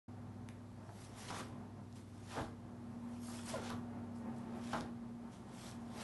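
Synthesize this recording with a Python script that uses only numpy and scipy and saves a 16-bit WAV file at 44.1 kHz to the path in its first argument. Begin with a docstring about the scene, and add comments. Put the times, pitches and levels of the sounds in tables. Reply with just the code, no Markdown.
"""An engine drones outside, muffled by the walls, over the faint air of a carpeted room.
A few metres away someone drills martial-arts blocks and punches in a stiff uniform.
Creases buckle with a tick, loose folds flap and snap taut as a limb stops, and cloth rasps on cloth
by stick-slip friction in each wind-up. Once, the air in a wide sleeve resonates in a falling whoop."""
import sys
import numpy as np
from scipy import signal
from scipy.fft import rfft, irfft, next_fast_len
from scipy.io import wavfile
from scipy.ndimage import uniform_filter1d, map_coordinates

SR = 44100
rng = np.random.default_rng(int(sys.argv[2]) if len(sys.argv) > 2 else 0)


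def bounce(signal):
    """Save signal as a 16-bit WAV file at the path given by the first command-line argument."""
    frames = np.transpose(np.atleast_2d(signal))
    limited = np.clip(frames, -1, 1)
    pcm = np.round(limited * 32767).astype(np.int16)
    wavfile.write(sys.argv[1], SR, pcm)


N = 265923

# room reverberation: (frequency [Hz], t60 [s])
ROOM_DECAY = [(100, 0.59), (500, 0.36), (2000, 0.39), (6000, 0.12), (12000, 0.35)]
# spectra of the room air and the engine's rush: (frequency [Hz], relative density [dB])
AIR_SPECTRUM = [(22, -28), (45, -5.5), (85, -1.5), (150, -4.5), (205, 1), (300, -3.5), (500, -12.5),
                (1200, -19.5), (2500, -29), (4200, -30), (7000, -34), (11500, -36.5)]
RUSH_SPECTRUM = [(40, -21), (90, -2), (130, 13), (155, -3.5), (210, 12), (300, 3.5), (500, -3.5),
                 (750, -0.5), (1050, -5.5), (1500, -13), (2300, -21), (4500, -37), (11000, -40)]
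# weak, steady engine harmonics: (order [multiple of the cycle rate], level [dB])
STEADY_ORDERS = [(3, -72.5), (4, -83), (6, -64), (7, -87), (9, -67.5), (18, -73)]
# envelopes of the engine's throb, boom and rush: (time [s], relative level [dB])
THROB_ENVELOPE = [(0.3, -55), (1.23, -59.5), (2.48, -56), (2.62, -59), (3.15, -60), (3.75, -55),
                  (5.34, -69), (5.9, -63)]
BOOM_ENVELOPE = [(.3, -56), (.7, -59), (.9, -70), (1.4, -58), (2.1, -60.5), (2.7, -56), (3.05, -49),
                 (3.55, -51), (3.8, -48.5), (4.85, -48.5), (5.28, -50.5), (5.34, -67.5), (5.82, -50.5),
                 (6.03, -58.5)]
RUSH_ENVELOPE = [(0, -60), (.7, -59), (1.6, -57), (2.1, -63.5), (2.7, -57.5), (3.5, -56.5), (4.25, -50.5),
                 (4.55, -51.5), (4.9, -55.5), (5.4, -57), (6.03, -51.5)]
# buckling creases: (time [s], starting level [dB], pitch [Hz])
CREASES = [(0.4884, -36.5, 2100), (1.306, -36, 2400), (1.401, -37, 6000), (1.927, -49.5, 5000),
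           (2.319, -42, 3500), (3.7038, -33.5, 1120), (4.674, -42, 3800), (4.809, -34.5, 4260),
           (5.714, -43, 3960)]
# colour of their crack: (frequency [Hz], gain [dB])
CRACK_RESPONSE = [(600, -5), (2000, -3), (5500, 1.5), (7500, -6), (11500, -4)]
# flapping folds, and at 4.8 s a low push of air as a foot lands: (peak time [s], level [dB], pitch [Hz], rise
# [s], t60 [s], relative air push [dB])
FOLD_FLAPS = [(0.893, -53, 834, 0.0078, 0.14, -21), (1.305, -42.5, 950, 0.0063, 0.2, -6),
              (1.366, -50, 1070, .04, 0.27, -16), (1.407, -44.5, 950, 0.015, 0.042, -6.5),
              (2.380, -40, 840, 0.062, 0.24, -1.5), (3.284, -53.5, 1130, 0.004, .24, -25),
              (3.570, -49.5, 860, 0.045, 0.45, -9), (3.702, -43.5, 1030, 0.0033, 0.16, -3),
              (4.7326, -32.5, 1200, 0.0017, 0.059, -15.5), (4.746, -38.3, 785, 0.016, 0.21, -8),
              (4.800, -54, 900, .01, .12, -1), (5.984, -55, 790, 0.035, .47, -5)]
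# spectra of pushed air, rasping weave and hissing fibres: (frequency [Hz], relative density [dB])
PUSH_SPECTRUM = [(26, -26), (50, -3.5), (100, -1), (170, -1.5), (350, -4.5), (700, -21.5), (2000, -66)]
WEAVE_SPECTRUM = [(150, -8), (350, 3.5), (900, 6), (1650, 2), (2150, 1.5), (2600, -1), (3400, 1),
                  (4800, -5), (6000, -6.5), (7200, -11), (10000, -26)]
FIBRE_SPECTRUM = [(3000, -17), (4800, 2), (5900, 3), (6600, 1.5), (7500, 2), (9000, 2), (11000, 0.5),
                  (13000, -10.5)]
# limb sweeps: (time at full speed [s], rise [s], hold [s], relative friction [dB], hiss bias [dB])
LIMB_SWEEPS = [(1.004, 0.18, 0.049, -68.5, 4.5), (1.189, 0.071, 0.068, -60.5, 2.5),
               (1.291, .04, .012, -54, -3), (1.35, 0.051, 0.044, -54, -3), (1.965, 0.03, 0.0063, -68, 4),
               (2.15, .2, 0.11, -80.5, 7), (2.313, 0.095, 0.1, -57.5, -3.5), (3.142, 0.058, 0.017, -72, -1),
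               (3.237, 0.042, 0.11, -69, 10.5), (3.35, 0.1, 0.041, -61.5, 3),
               (3.488, 0.075, 0.014, -56.5, 6), (3.52, .04, 0.053, -58.5, -6),
               (3.647, 0.094, 0.05, -55, -5), (4.157, 0.016, .003, -81.5, 13),
               (4.368, .07, .015, -77.5, 6.5), (4.647, 0.17, 0.049, -63, -0.5),
               (4.72, 0.052, 0.065, -57, -6), (5.331, .04, 0.017, -71, 3.5), (5.621, 0.18, 0.074, -61, 1),
               (6.015, 0.12, .04, -55, 0)]
# sleeve resonances: (peak time [s], level [dB], pitch [Hz], fall [octaves/s], t60 [s])
SLEEVE_MODES = [(3.542, -41, 621, 10.3, 0.23), (3.544, -45, 1060, 6, 0.071),
                (3.558, -51.5, 1404, 0.57, 0.27)]

CYCLE_HZ, SAG_HZ_PER_S, HUNT_HZ = 20.275, 0.125, 0.101
SNAP_SCATTER_OCT, BILLOW_SCATTER_OCT, BILLOW_RISE_S = 0.25, 0.56, 0.026
SNAP_RASP_DB, SNAP_RASP_T60_S = -13, 0.044
BRAKING_DB_PER_S = 210
SWAY_DB, SWAY_LEAD_S, SWAY_LAG_S = -17, 0.63, 0.26


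def amp(db):
    """Decibels to amplitude gain."""
    return 10 ** (np.asarray(db) / 20)


def unit(x):
    """x normalised to rms 1."""
    return x / np.sqrt(np.mean(x ** 2) + 1e-20)


def along(points, hz):
    """Interpolation on a logarithmic frequency axis."""
    freqs, values = np.transpose(points)
    return np.interp(np.log(hz + 1), np.log(freqs), values)


def envelope(points):
    """Linear interpolation in time, one level per sample."""
    return np.interp(np.arange(N) / SR, *np.transpose(points))


def wobble(rate):
    """Smooth random modulation with rate knots a second."""
    return map_coordinates(rng.standard_normal(int(N * rate / SR) + 4), [np.arange(N) * rate / SR])


def filtered(x, response):
    """Linear filtering: the spectrum of x times a frequency response."""
    size = next_fast_len(N + SR // 2)
    return irfft(rfft(x, size) * response(np.fft.rfftfreq(size, 1 / SR)), size)[:N]


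def coloured(x, spectrum):
    """Spectral shaping of x, at rms 1."""
    return unit(filtered(x, lambda hz: amp(along(spectrum, hz))))


def noise(spectrum):
    """Spectrally shaped Gaussian noise, at rms 1."""
    return coloured(rng.standard_normal(N), spectrum)


def room(x, wet_db):
    """Reverberation: direct sound plus a short diffuse tail, absorbed by carpet and curtains."""
    hz, t, bands = signal.stft(rng.standard_normal(SR // 2), SR, nperseg=256)
    decay = amp(-60 * t / along(ROOM_DECAY, hz)[:, None])
    tail = signal.istft(bands * decay, SR, nperseg=256)[1]
    tail = np.pad(tail / np.linalg.norm(tail), (SR // 200, 0))
    return (x + amp(wet_db) * signal.fftconvolve(x, tail)[:N]) / np.hypot(1, amp(wet_db))


def room_air():
    """Ambient noise: still room air is a faint, stationary, low-pitched hush."""
    return amp(-60.5) * noise(AIR_SPECTRUM)


def engine(waver_db):
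    """Harmonic series: the orders follow a cycle rate that sags and hunts; walls muffle the rush."""
    cycle_hz = CYCLE_HZ - SAG_HZ_PER_S * np.arange(N) / SR + HUNT_HZ * wobble(4)
    phase = 2 * np.pi * np.cumsum(cycle_hz) / SR

    def harmonic(order, db):
        gain = np.sqrt(2) * amp(db + waver_db * wobble(10))
        return gain * np.sin(order * phase + 0.13 * wobble(11))

    hum = sum(harmonic(order, db) for order, db in STEADY_ORDERS)
    throb = harmonic(order=5, db=envelope(THROB_ENVELOPE) + 0.4)
    boom = harmonic(order=12, db=envelope(BOOM_ENVELOPE))
    rush = amp(envelope(RUSH_ENVELOPE) + 1.96 * wobble(14)) * noise(RUSH_SPECTRUM)
    return hum + throb + boom + room(rush, wet_db=-6)


def buckling_creases(ring_cycles, crack_t60_s, crack_gain):
    """Buckling: a crease pops with a heavily damped ring and a tiny crack, coloured by the cloth."""
    rings, cracks = np.zeros((2, N))
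    t = np.arange(SR // 50) / SR
    for start, db, hz in CREASES:
        add(rings, start, amp(db) * np.sin(2 * np.pi * hz * t) * np.exp(-hz * t / ring_cycles))
        crackle = np.sign(rng.standard_normal(len(t)))
        add(cracks, start, crack_gain * amp(db - 60 * t / crack_t60_s) * crackle)
    return rings + filtered(cracks, lambda hz: amp(along(CRACK_RESPONSE, hz)))


def add(track, start_s, sound):
    """Superposition of a sound on the track."""
    i = int(np.clip(round(start_s * SR), 0, N - 1))
    track[i:i + len(sound)] += sound[:N - i]


def swell_db(t, rise_s, t60_s):
    """Exponential growth of 20 dB per rise_s up to t = 0, then exponential decay."""
    return np.where(t < 0, 20 * t / rise_s, -60 * t / t60_s)


def pressure_pulses(times, hz, sizes, cycles, length=512):
    """Damped oscillation: one second of overlapping wavelets, each a few cycles long."""
    turns = hz[:, None] * np.arange(length) / SR
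    waves = sizes[:, None] * np.sin(2 * np.pi * turns) * turns / cycles * np.exp(-2 * turns / cycles)
    samples = np.maximum(times * SR, 0).astype(int)[:, None] + np.arange(length)
    return np.bincount(samples.ravel(), waves.ravel(), SR)[:SR]


def flapping_folds(sag_oct_per_s, pulse_cycles, smoothing_s, count=640):
    """Tension sets pitch: a fold whips taut, jerks the weave, pushes air and sinks as it slackens."""
    cloth, jerk, push = np.zeros((3, N))
    t = np.arange(SR) / SR - .5
    for peak, db, hz, rise, t60, push_db in FOLD_FLAPS:
        # a sudden snap is narrow in pitch, a slow billow broad
        sudden = np.clip(1 - rise / BILLOW_RISE_S, 0, 1)
        scatter = sudden * SNAP_SCATTER_OCT + (1 - sudden) * BILLOW_SCATTER_OCT
        jitter, detune, strength = rng.standard_normal((count, 3)).T
        times = (np.arange(count) + jitter / 2) / count
        pitch = hz * 2 ** (scatter * detune - sag_oct_per_s * np.clip(times - .5, -.02, .1))
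        sizes = np.sign(strength) * amp(2 * strength) * np.sqrt(pitch / hz)
        pulses = pressure_pulses(times, pitch, sizes, pulse_cycles)
        # the pulses share the energy that the limb feeds into the fold
        power = np.abs(uniform_filter1d(pulses ** 2, int(smoothing_s * SR)))
        pulses /= np.sqrt(power + 1e-9)
        add(cloth, peak - .5, pulses * amp(db + swell_db(t, rise, t60)))
        add(jerk, peak - .5, sudden * amp(db + SNAP_RASP_DB + swell_db(t, rise, SNAP_RASP_T60_S)))
        add(push, peak - .5, amp(db + push_db + swell_db(t, rise_s=0.0073, t60_s=0.43)))
    return cloth + jerk * noise(WEAVE_SPECTRUM) + push * noise(PUSH_SPECTRUM)


def sweep(t, rise, hold, fall):
    """Exponential envelope of a movement: 20 dB up in rise, a hold from t = 0, 20 dB down in fall."""
    return amp(20 * np.minimum(t, 0) / rise - 20 * np.maximum(t - hold, 0) / fall)


def slipping_threads(spectrum, spiky_db, clump_db, patchy_db):
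    """Stick-slip friction: threads catch and release in clumps, coloured by the shifting folds."""
    slips = rng.standard_normal(N) * amp(spiky_db * rng.standard_normal(N) + clump_db * wobble(220))
    bands = signal.stft(slips, nperseg=512)[2]
    folds = uniform_filter1d(rng.standard_normal(bands.shape), size=6, axis=0)
    folds = uniform_filter1d(folds, size=8, axis=1)
    patchy = signal.istft(bands * amp(patchy_db * unit(folds)), nperseg=512)[1][:N]
    return coloured(patchy, spectrum)


def sliding_cloth(weave_db, fibre_db):
    """Incoherent sources add in power: each sweep and its slower sway make rasp and hiss by friction."""
    rasp = amp(weave_db) * slipping_threads(WEAVE_SPECTRUM, spiky_db=3, clump_db=1.5, patchy_db=1.5)
    hiss = amp(fibre_db) * slipping_threads(FIBRE_SPECTRUM, spiky_db=1.5, clump_db=1.55, patchy_db=2.5)
    rasp_power, hiss_power = np.zeros((2, N))
    t = np.arange(N) / SR
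    for peak, rise, hold, db, hiss_db in LIMB_SWEEPS:
        limb = sweep(t - peak, rise, hold, 20 / BRAKING_DB_PER_S)
        sway = amp(SWAY_DB) * sweep(t - peak, SWAY_LEAD_S, hold, SWAY_LAG_S)
        power = amp(db) ** 2 * (limb ** 2 + sway ** 2)
        rasp_power += power
        hiss_power += power * amp(hiss_db) ** 2
    return np.sqrt(rasp_power) * rasp + np.sqrt(hiss_power) * hiss


def sleeve_whoop(flutter_db, flutter_rad):
    """Air-column resonance: a sleeve's modes sound briefly and sink, modulated by fluttering cloth."""
    whoop = np.zeros(N)
    t = np.arange(SR // 2) / SR - .05
    for peak, db, hz, fall, t60 in SLEEVE_MODES:
        pitch = hz * 2 ** (-fall * np.clip(t, -.01, .07))
        level_db = db + swell_db(t, rise_s=0.011, t60_s=t60) + flutter_db * wobble(159)[:len(t)]
        phase = 2 * np.pi * np.cumsum(pitch) / SR + flutter_rad * wobble(145.5)[:len(t)]
        add(whoop, peak - .05, np.sqrt(2) * amp(level_db) * np.sin(phase))
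    return whoop


def scene():
    """Superposition: the uniform and its reverberation, over the room air and the engine."""
    swishes = room(sliding_cloth(weave_db=4.0, fibre_db=-0.86), wet_db=-10.5)
    folds = flapping_folds(sag_oct_per_s=6.3, pulse_cycles=1.29, smoothing_s=0.01)
    whoop = sleeve_whoop(flutter_db=-1.5, flutter_rad=0.56)
    flaps = room(folds + whoop, wet_db=-5.5)
    ticks = room(buckling_creases(ring_cycles=0.86, crack_t60_s=0.0052, crack_gain=0.72), wet_db=-5)
    return (swishes + flaps + ticks + room_air() + engine(waver_db=0.6))[None]


def record(dry):
    """Gating and low-pass filtering: the sound enters after a moment, its highest treble cut steeply."""
    silence_s, fade_s, cutoff_hz = 0.08, 0.005, 11650
    gate = np.clip((np.arange(N) / SR - silence_s) / fade_s, 0, 1)
    return filtered(dry[0] * gate, lambda hz: amp(-np.clip((hz - cutoff_hz) / 13, 0, 120)))[None]


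dry = scene()
out = record(dry)
bounce(out)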